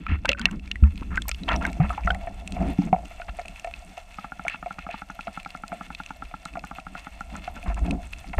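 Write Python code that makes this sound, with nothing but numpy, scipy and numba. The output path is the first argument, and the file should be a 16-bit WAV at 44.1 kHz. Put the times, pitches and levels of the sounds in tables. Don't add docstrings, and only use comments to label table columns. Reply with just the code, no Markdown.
import sys
import numpy as np
from scipy import signal
from scipy.fft import rfft, irfft
from scipy.io import wavfile
from scipy.ndimage import uniform_filter1d
from numba import njit

SR = 44100
rng = np.random.default_rng(int(sys.argv[2]) if len(sys.argv) > 2 else 0)


def persist_wave(psi):
    counts = np.round(np.clip(psi, -1, 1) * 32767).astype(np.int16)
    wavfile.write(sys.argv[1], SR, np.atleast_2d(counts).T)


N = 369999

# pitch_hz [Hz], level_db [dB per Hz]
FIZZ_SPECTRUM = [(2350, -8), (4000, -6.5), (4280, -5.5), (5280, -7), (5620, -5.5), (6160, -4.5), (7060, -7),
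                 (8100, -4.5), (9370, -8.5), (11200, -19.5), (13000, -12), (15500, -34)]
AIR_HZ, AIR_WIDTH_HZ = 692.0, 66.0


def undb(db):
    return 10 ** (np.asarray(db) / 20)


def unit(x):
    return x / np.sqrt(np.mean(x ** 2))


@njit
def resonate(x, hz, width_hz):
    y = np.empty(len(x))
    band, low = 0., 0.
    g = np.tan(np.pi * hz / SR)
    damping = width_hz / hz
    for i in range(len(x)):
        v = (band + g * (x[i] + 1e-18 - low)) / (1 + g * (g + damping))
        band = 2 * v - band
        low += 2 * g * v
        y[i] = damping * v
    return y


@njit
def sing(rows, rise_turns):
    y = np.zeros(N)
    for start_s, gain, hz, glide, t60_s in rows:
        first = int(start_s * SR)
        turns = 0.
        for i in range(min(int(t60_s * SR), N - first)):
            t = i / SR
            turns += hz * 2 ** (glide * min(t, .05)) / SR
            fade = 1000 ** (-t / t60_s)
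            build_up = 1 - np.exp(-turns / rise_turns)
            y[first + i] -= gain * np.sin(2 * np.pi * turns) * fade * build_up
    return y


def ring(start_s, db, hz, glide, t60_s, rise_turns):
    columns = np.broadcast_arrays(start_s, undb(db), hz, glide, np.maximum(t60_s, .002))
    return sing(np.stack(columns, axis=1).astype(float), max(rise_turns, .02))


def burst(start_s, db, decay_s, noise):
    kick = np.zeros(N)
    kick[(start_s * SR).astype(int)] = undb(db)
    fade = np.exp(-np.arange(600) / (decay_s * SR))
    return signal.fftconvolve(kick, fade)[:N] * noise


def walk(rate):
    hold = int(SR / rate)
    steps = np.repeat(rng.standard_normal(N // hold + 1), hold)
    return 1.5 * uniform_filter1d(uniform_filter1d(steps, hold), hold)[:N]


def band_noise(hz, width_hz):
    once = resonate(rng.standard_normal(N), hz, width_hz)
    return unit(resonate(once, hz, width_hz))


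def grit(rate, spread_db):
    size = undb(np.minimum(spread_db * rng.exponential(size=N), 15))
    struck = rng.random(N) < rate / SR
    return unit(rng.standard_normal(N) * (1 + 5.7 * size * struck))


def colour(x, points):
    hz, db = np.transpose(points)
    bins_hz = np.arange(1, N // 2 + 2) * SR / N
    gain = undb(np.interp(np.log(bins_hz), np.log(hz), db))
    return irfft(rfft(x) * gain, N)


def shell(x):
    # pitch_hz [Hz], width_hz [Hz], level_db [dB]
    modes = [(863, 360, -7.5), (1364, 71, 1), (1790, 230, -6), (2175, 109, 1.5), (2650, 140, 2.5),
             (3514, 140, -5), (4117, 210, -13.5)]
    return sum((-1) ** k * undb(db) * resonate(x, float(hz), float(width_hz))
               for k, (hz, width_hz, db) in enumerate(modes))


def surge(t, column):
    # crest_s [s], sway_db [dB], slosh_db [dB], trapped_air_db [dB]
    surge_table = [(0.11, -50, -31.5, -60), (0.28, -31.5, -39, -65), (0.51, -31.5, -35.5, -72),
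                   (0.82, -58, -43.5, -75), (1.141, -27.5, -35, -66), (1.54, -24.5, -25.5, -33.5),
                   (1.68, -39, -34, -44), (1.85, -22, -52, -45), (2.1, -24, -55, -35),
                   (2.6, -29, -40, -37.5), (2.67, -32, -34, -42), (2.87, -37.5, -43, -55),
                   (3.01, -46, -52, -42), (6.56, -46, -50, -60), (7.35, -42, -46, -58),
                   (7.64, -45, -42.5, -59), (7.83, -26, -35.5, -46.5), (7.93, -27, -27.5, -40)]
    rise_db_per_s, fall_db_per_s = 188, 144
    gain = 0
    for row in surge_table:
        below_crest_db = np.maximum(rise_db_per_s * (row[0] - t), fall_db_per_s * (t - row[0]))
        gain = gain + undb(row[column] - below_crest_db)
    return gain


def motion():
    # time_s [s], sway_db [dB], slosh_db [dB], trapped_air_db [dB], swirl_db [dB], fizz_db [dB]
    calm_table = [(0.0, -44, -66, -82, -54.5, -75), (0.22, -43.5, -59, -75, -60.5, -69),
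                  (0.7, -38, -46.5, -67.5, -58.5, -66.5), (1.35, -37, -54, -76, -57, -61),
                  (1.7, -50, -50.5, -57, -52, -59), (2.3, -38.5, -48.5, -46, -54.5, -62.5),
                  (2.5, -40.5, -55, -52.5, -53, -60.5), (3.099, -45.5, -56, -53, -54, -60),
                  (3.9, -50.5, -65.5, -54, -54, -59), (4.3, -52, -62, -55, -54, -61.5),
                  (5.6, -52, -62, -57, -54, -61), (7.1, -49, -61, -55, -55, -61.5),
                  (7.5, -43, -63, -47, -52, -59.5), (8.1, -38.5, -57, -57, -55, -60),
                  (8.39, -43, -54.5, -58, -54, -58)]
    t = np.arange(0, N + 64, 64) / SR
    time_s, *calm_columns = np.transpose(calm_table)
    sway, slosh, air = surge(t, column=1), surge(t, column=2), surge(t, column=3)
    stirred = [sway, slosh, air, air * undb(-22.5), air * undb(-25.5)]
    gains = []
    for calm_db, surging in zip(calm_columns, stirred):
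        calm = undb(np.interp(t, time_s, calm_db))
        gains.append(np.interp(np.arange(N) / SR, t, np.hypot(calm, surging)))
    return gains


def swaying(gain):
    return gain * band_noise(55.0, 24.3) + undb(-20) * gain ** 0.59 * band_noise(28.3, 23.0)


def sloshing(gain):
    unsteady = undb(5.2 * walk(25))
    noise = band_noise(186.3, 46.0) + undb(-5.5) * band_noise(269.0, 91.0)
    noise += undb(-20.5) * band_noise(408.0, 200.0)
    return gain * unsteady * noise


def trapped_air(gain):
    jolts = grit(200, 4.5) * undb(2.95 * walk(40))
    hum = resonate(resonate(jolts, AIR_HZ, AIR_WIDTH_HZ), AIR_HZ, 300.0)
    return gain * (unit(hum) + undb(-9.5) * band_noise(722.0, 300.0))


def crackle(count=1500):
    when, pitch, size = rng.random((count, 3)).T
    hz = 2650.0 * 2 ** (2.4 * pitch)
    db = np.minimum(-4. * np.log(1 - size), 18)
    return unit(ring(when * N / SR, db, hz, 0., 2.6 / hz, 0.17))


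def swirl_and_fizz(swirl_gain, fizz_gain):
    flurry = walk(40)
    specks = grit(150, 3.2)
    swirl = undb(3.1 * flurry) * unit(shell(specks))
    hiss = undb(.7 * flurry) * rng.standard_normal(N)
    strikes = undb(3.0 * flurry) * (0.67 * specks + 1.13 * crackle())
    fizz = unit(colour(strikes + 1.46 * hiss, FIZZ_SPECTRUM))
    return swirl_gain * swirl + fizz_gain * fizz


def water():
    sway, slosh, air, swirl, fizz = motion()
    return swaying(sway) + sloshing(slosh) + trapped_air(air) + swirl_and_fizz(swirl, fizz)


def thumps():
    thump_table = [(0.093, -18, 65, 10.5, 0.26), (0.116, -11.5, 70.6, 0.5, 0.22),
                   (.3, -31, 574, -0.5, 0.18), (0.405, -22, 218, 3.5, 0.11), (.462, -33, 630, 43, 0.049),
                   (0.825, 1, 62.2, 6, 0.19), (0.828, -17.5, 203, 0.5, 0.19), (1.017, -15.5, 230, 3, 0.014),
                   (1.799, -7, 135.4, 12.5, 0.17), (2.047, -12.5, 51.3, 4, 0.16),
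                   (2.05, -23.5, 178, 4.5, 0.14), (2.111, -28.5, 176, 2.5, 0.24),
                   (2.788, -7.5, 190.5, -3.5, 0.095), (2.789, -16, 281, 0, 0.13),
                   (2.927, -11, 188, -4, 0.078), (3.292, -20.5, 54, -10, 0.14),
                   (7.325, -33, 225, -16, 0.07), (7.565, -33.5, 220, 0, 0.082),
                   (7.679, -15.5, 53.7, -2.5, 0.37), (8.374, -10.5, 40.6, 14, 0.96)]
    return ring(*np.transpose(thump_table), 0.27)


def gushes(count=1300):
    gush_table = [(0.082, 0.089, -39.5, 2010, 0.46), (0.247, 0.013, -34, 1460, 1.06),
                  (0.279, 0.036, -34.5, 2450, 0.36), (0.371, 0.098, -45, 1940, 0.56),
                  (0.449, 0.049, -45.5, 1600, 0.39), (0.509, 0.045, -49.5, 1270, 0.14),
                  (0.837, 0.048, -53, 1340, 0.33), (1.02, 0.013, -45, 1180, 0.14),
                  (1.105, 0.085, -43, 1420, 0.11), (1.279, 0.019, -37, 3100, 1.22),
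                  (1.478, 0.069, -29, 1540, 0.76), (1.536, 0.029, -38, 1140, 0.85),
                  (1.608, 0.089, -39, 1270, 0.71), (1.803, 0.068, -40.5, 1180, 0.78),
                  (1.818, .055, -49.5, 2170, 0.23), (1.919, 0.029, -43, 1210, 0.3),
                  (1.973, 0.035, -46.5, 1220, 0.74), (2.039, 0.026, -48, 2310, 0.23),
                  (2.11, 0.06, -56, 1290, 0.61), (2.572, 0.13, -47, 1000, 0.93),
                  (2.867, 0.029, -54, 1280, 0.61), (3.28, 0.02, -41.5, 1710, 0.73),
                  (4.476, 0.089, -42, 2460, 0.53), (4.788, 0.066, -50.5, 2880, 0.46),
                  (4.9, 0.066, -43.5, 2660, 0.43), (7.329, 0.067, -52.5, 890, 0.45),
                  (7.562, 0.037, -52, 1290, 0.68), (7.658, 0.074, -44, 1200, 0.5),
                  (7.766, 0.027, -44, 1110, 0.4), (7.828, .13, -51, 1120, 1),
                  (8.329, 0.018, -40, 1280, 0.82), (8.379, 0.015, -29.5, 920, 0.6)]
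    rows = []
    for start_s, length_s, db, hz, spread in gush_table:
        bubble_count = int(count * length_s) + 3
        when, up, down, size = rng.random((290, 4))[:bubble_count].T
        swell_db = 7.9 * np.log10(np.sin(np.pi * when ** 0.61) + 0.047)
        bubble_db = db + swell_db + 13.6 * (size - .5)
        bubble_hz = hz * 2 ** (2.21 * spread * (up - down))
        rows.append([start_s + length_s * when, bubble_db, bubble_hz])
    start_s, db, hz = np.concatenate(rows, axis=1)
    crowd = ring(start_s, db, hz, 8.1, 11.1 / hz, 0.17)
    air = resonate(crowd, AIR_HZ, AIR_WIDTH_HZ)
    return undb(-2.0) * crowd + undb(13) * shell(crowd) + undb(-1.0) * air


def string():
    # time_s [s, 1 ms after the note starts], pitch_hz [Hz at the start]
    string_table = [(4.1863, 1283), (4.245, 1200), (4.321, 1440), (4.3954, 1380), (4.468, 1430),
                    (4.545, 1380), (4.628, 1360), (4.7086, 1356), (4.7863, 1280), (4.8667, 1240),
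                    (4.9423, 1200), (5.0201, 1410), (5.1006, 1325), (5.192, 1370), (5.2798, 1306),
                    (5.375, 1355), (5.4611, 1330), (5.5504, 1320), (5.637, 1370), (5.7199, 1290),
                    (5.8107, 1230), (5.9042, 1340), (6.0018, 1385), (6.1068, 1320), (6.2234, 1350),
                    (6.3409, 1310), (6.4574, 1295), (6.5557, 1200), (6.6399, 1224), (6.7129, 1200),
                    (6.7852, 1280), (6.868, 1325), (6.9529, 1320), (7.0696, 1320), (7.2089, 1390),
                    (7.3554, 1420), (7.4785, 1450), (7.5664, 1510)]
    # pitch_hz [Hz], level_db [dB against the bubble], t60_s [s to fade by 60 dB]
    seam_modes = [(192.2, -5, 0.064), (249, -6.5, 0.049), (799, -21.5, 0.086), (811, 0, 0.028),
                  (1100, -54, 0.036), (1359, -3.5, 0.046), (1660, -12, 0.034), (2040, -5.5, 0.0095),
                  (2640, -23, .012)]
    time_s, hz = np.transpose(string_table)
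    start_s = time_s - .001
    db = -27 - 6.5 * np.log2(hz / 1340)
    db += -12 * np.maximum(time_s - 7.25, 0)
    vary = rng.standard_normal((len(time_s), 2, len(seam_modes)))
    out = ring(start_s, db, hz, 0.25, .028, 1.0)
    for k, (mode_hz, mode_db, t60_s) in enumerate(seam_modes):
        jolt_db = db + mode_db + 1.5 * vary[:, 0, k]
        jolt_hz = mode_hz * (1 + 0.04 * vary[:, 1, k])
        out += ring(start_s, jolt_db, jolt_hz, 0., t60_s, 0.53)
    return out - 0.7 * resonate(out, 467.0, 295.0)


def knocks():
    knock_table = [(0.292, -14, 535), (1.805, -17.5, 740), (1.902, -22, 720), (1.98, -17, 838),
                   (2.074, -18, 700), (2.105, -15, 732), (2.152, -26.5, 754), (2.273, -21.5, 700),
                   (2.568, -23, 722), (2.63, -25, 708), (2.786, -30, 780), (2.82, -29.5, 830),
                   (2.874, -30.5, 686), (2.93, -3, 748), (2.963, -30, 680), (3.112, -34, 690),
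                   (3.2, -25, 696), (3.287, -27.5, 750), (3.389, -22, 680), (3.396, -22, 705),
                   (3.454, -31.5, 706), (3.647, -20.5, 684), (3.674, -23, 700), (3.977, -25.5, 712),
                   (4.452, -21, 690), (4.662, -20.5, 706), (4.891, -22, 695), (5.272, -21, 693),
                   (5.728, -21, 691), (6.314, -34.5, 700), (6.572, -21.5, 700), (7.354, -41, 740),
                   (7.478, -20, 730), (7.663, -30, 693), (7.702, -24, 697), (7.78, -28.5, 726),
                   (8.244, -33.5, 770), (8.339, -24, 740)]
    time_s, db, hz = np.transpose(knock_table)
    note = ring(time_s - .0012, db, hz, 0., 0.04, 0.9)
    late = rng.random((len(time_s), 3))
    for lag in late.T:
        note += ring(time_s + 0.0058 + 0.034 * lag, db - 5.0 - 14.0 * lag, hz, 0., 0.015, 0.56)
    click_db = -31 + 0.5 * (db + 24)
    click = ring(time_s - .0015, click_db, 2216.0, 0., 0.012, 0.6)
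    click += ring(time_s - .0015, click_db - 8, 1350.0, 0., 0.036, 0.6)
    air = undb(-5.0) * resonate(note, AIR_HZ, AIR_WIDTH_HZ)
    return note + air + click + undb(3) * shell(click)


def bubbles():
    bubble_table = [(0.0657, -20, 1310), (0.2544, -16, 1524), (0.292, -22, 1950), (0.319, -25, 1340),
                    (0.3486, -28.5, 1490), (0.3805, -37, 1500), (0.395, -22, 1470), (0.4572, -18.5, 1880),
                    (0.467, -32, 2220), (0.487, -29, 1530), (0.712, -30.5, 1820), (0.7572, -29, 1940),
                    (0.8371, -27.5, 1326), (1.177, -11, 1534), (1.255, -36, 1050), (1.3149, -31, 1290),
                    (1.517, -24, 1320), (1.6213, -24, 1360), (1.6508, -14.5, 1560), (1.801, -28, 1210),
                    (1.9048, -16.5, 1270), (1.9774, -24.5, 1000), (2.0759, -10.5, 1347),
                    (2.104, -10.5, 1480), (2.275, -35.5, 1780), (2.9284, -25, 1040), (3.2176, -28, 1430),
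                    (3.396, -36, 1790), (3.645, -31, 1780)]
    start_s, db, hz = np.transpose(bubble_table)
    return ring(start_s, db, hz, 2.3, 0.031, 0.32)


def faint_ticks(count=26):
    when, size, pitch, crack, snap = rng.random((count, 5)).T - .5
    start_s = (when + .5) * (N / SR - .05)
    return [start_s, -35 + 6 * size, 2410 * 2 ** (.4 * pitch), -13.5 + 16 * crack, -18 + 18 * snap]


def ticks():
    # [treble snap, dB against the note]
    tick_table = [(0.0665, -22.5, 2400, -41, -44), (0.256, -19.5, 2320, -6, -15.5),
                  (0.2914, -4, 2680, -6, -34), (0.317, -15, 2730, -9, -23), (0.3314, -11.5, 2550, -34, -41),
                  (0.395, -31, 4750, -15, -5), (0.415, -22.5, 3200, -7, -22),
                  (0.4556, -2, 2720, -11.5, -61), (0.512, -30, 2750, -25, -8.5),
                  (0.7147, -13.5, 2770, -11.5, -38), (0.7572, -27.5, 2000, -35, -24),
                  (0.8383, -28.5, 2560, -37, -24), (1.1573, -28, 2570, -27, -9.5),
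                  (1.1741, -13.5, 2030, -49, -35), (1.2202, -22.5, 3390, -6, -11.5),
                  (1.283, -22, 12900, -13, -6), (1.292, -20, 2330, -16, -2), (1.3146, -17, 2560, -4, -32),
                  (1.346, -28.5, 2750, -5, -19), (1.4347, -28, 3920, -7, -30),
                  (1.4901, -13, 3140, -37, -37), (1.518, -36, 6160, -17, -13),
                  (1.5617, -23.5, 5600, -10, -26), (1.6523, -13, 2110, -32, -37),
                  (1.666, -34, 3720, -10, -1), (1.7, -39, 3860, -8, -10), (2.036, -29.5, 2360, -32, -32),
                  (2.0735, -17.5, 1960, -41, -35), (2.1061, -16, 3120, -24, -32),
                  (2.147, -24, 1950, -20, -18.5), (2.476, -23, 2590, -17, -11.5),
                  (2.5221, -28, 2620, -6.5, -12), (3.218, -28, 2500, -35, -34),
                  (3.3947, -26, 2280, -21, -20), (3.4568, -29, 2530, -24, -17),
                  (3.482, -28.5, 2600, -7, -9.5), (3.56, -30, 2540, -25, -29),
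                  (3.5965, -30.5, 2670, -26, -7.5), (3.646, -28.5, 2620, -13, -12),
                  (3.7387, -22, 2580, -17, -41), (3.9788, -30, 2670, -16, -16),
                  (4.4817, -9, 2240, -38, -19.5), (4.498, -20, 2600, -25, -25),
                  (4.79, -29.5, 2560, -10, -31), (4.911, -28, 2500, -15, -17.5),
                  (5.2088, -25.5, 2590, -15.5, -20), (5.272, -32, 2540, -12, -37),
                  (5.3995, -30.5, 2680, -16, -26), (5.449, -28.5, 2300, -15, -20),
                  (5.505, -33.5, 2760, -8, -33), (5.6803, -32, 2550, -5, -8), (5.9487, -28, 2500, 0, -40),
                  (6.062, -25.5, 2650, -28, -14.5), (6.4537, -33.5, 2110, -1.5, -2.5),
                  (6.5932, -31, 2570, -5.5, -31), (7.2067, -40.5, 2620, -6, -1.5),
                  (7.629, -28, 2520, -36, -25), (7.7447, -34, 2700, -23, -8.5),
                  (7.9091, -20, 2510, -8, -17), (8.1341, -19.5, 2610, -17.5, -24),
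                  (8.335, -25, 2110, -35, -41)]
    columns = np.concatenate([np.transpose(tick_table), faint_ticks()], axis=1)
    start_s, db, hz, crack_db, snap_db = columns
    note = ring(start_s, db, hz, 4.0, 0.013, 0.24)
    crack = burst(start_s, db + crack_db, 0.0014, band_noise(3620.0, 2030.0))
    treble = unit(colour(band_noise(7360.0, 6600.0), FIZZ_SPECTRUM))
    snap = burst(start_s, db + snap_db, 0.0016, treble)
    return note + undb(8.0) * shell(crack) + crack + snap


def scene():
    mix = water() + thumps() + gushes() + string() + knocks() + bubbles() + ticks()
    return mix[None]


def record(dry):
    low_pass = signal.ellip(8, .2, 70, 15680, fs=SR, output="sos")
    return signal.sosfilt(low_pass, dry)


dry = scene()
out = record(dry)
persist_wave(out)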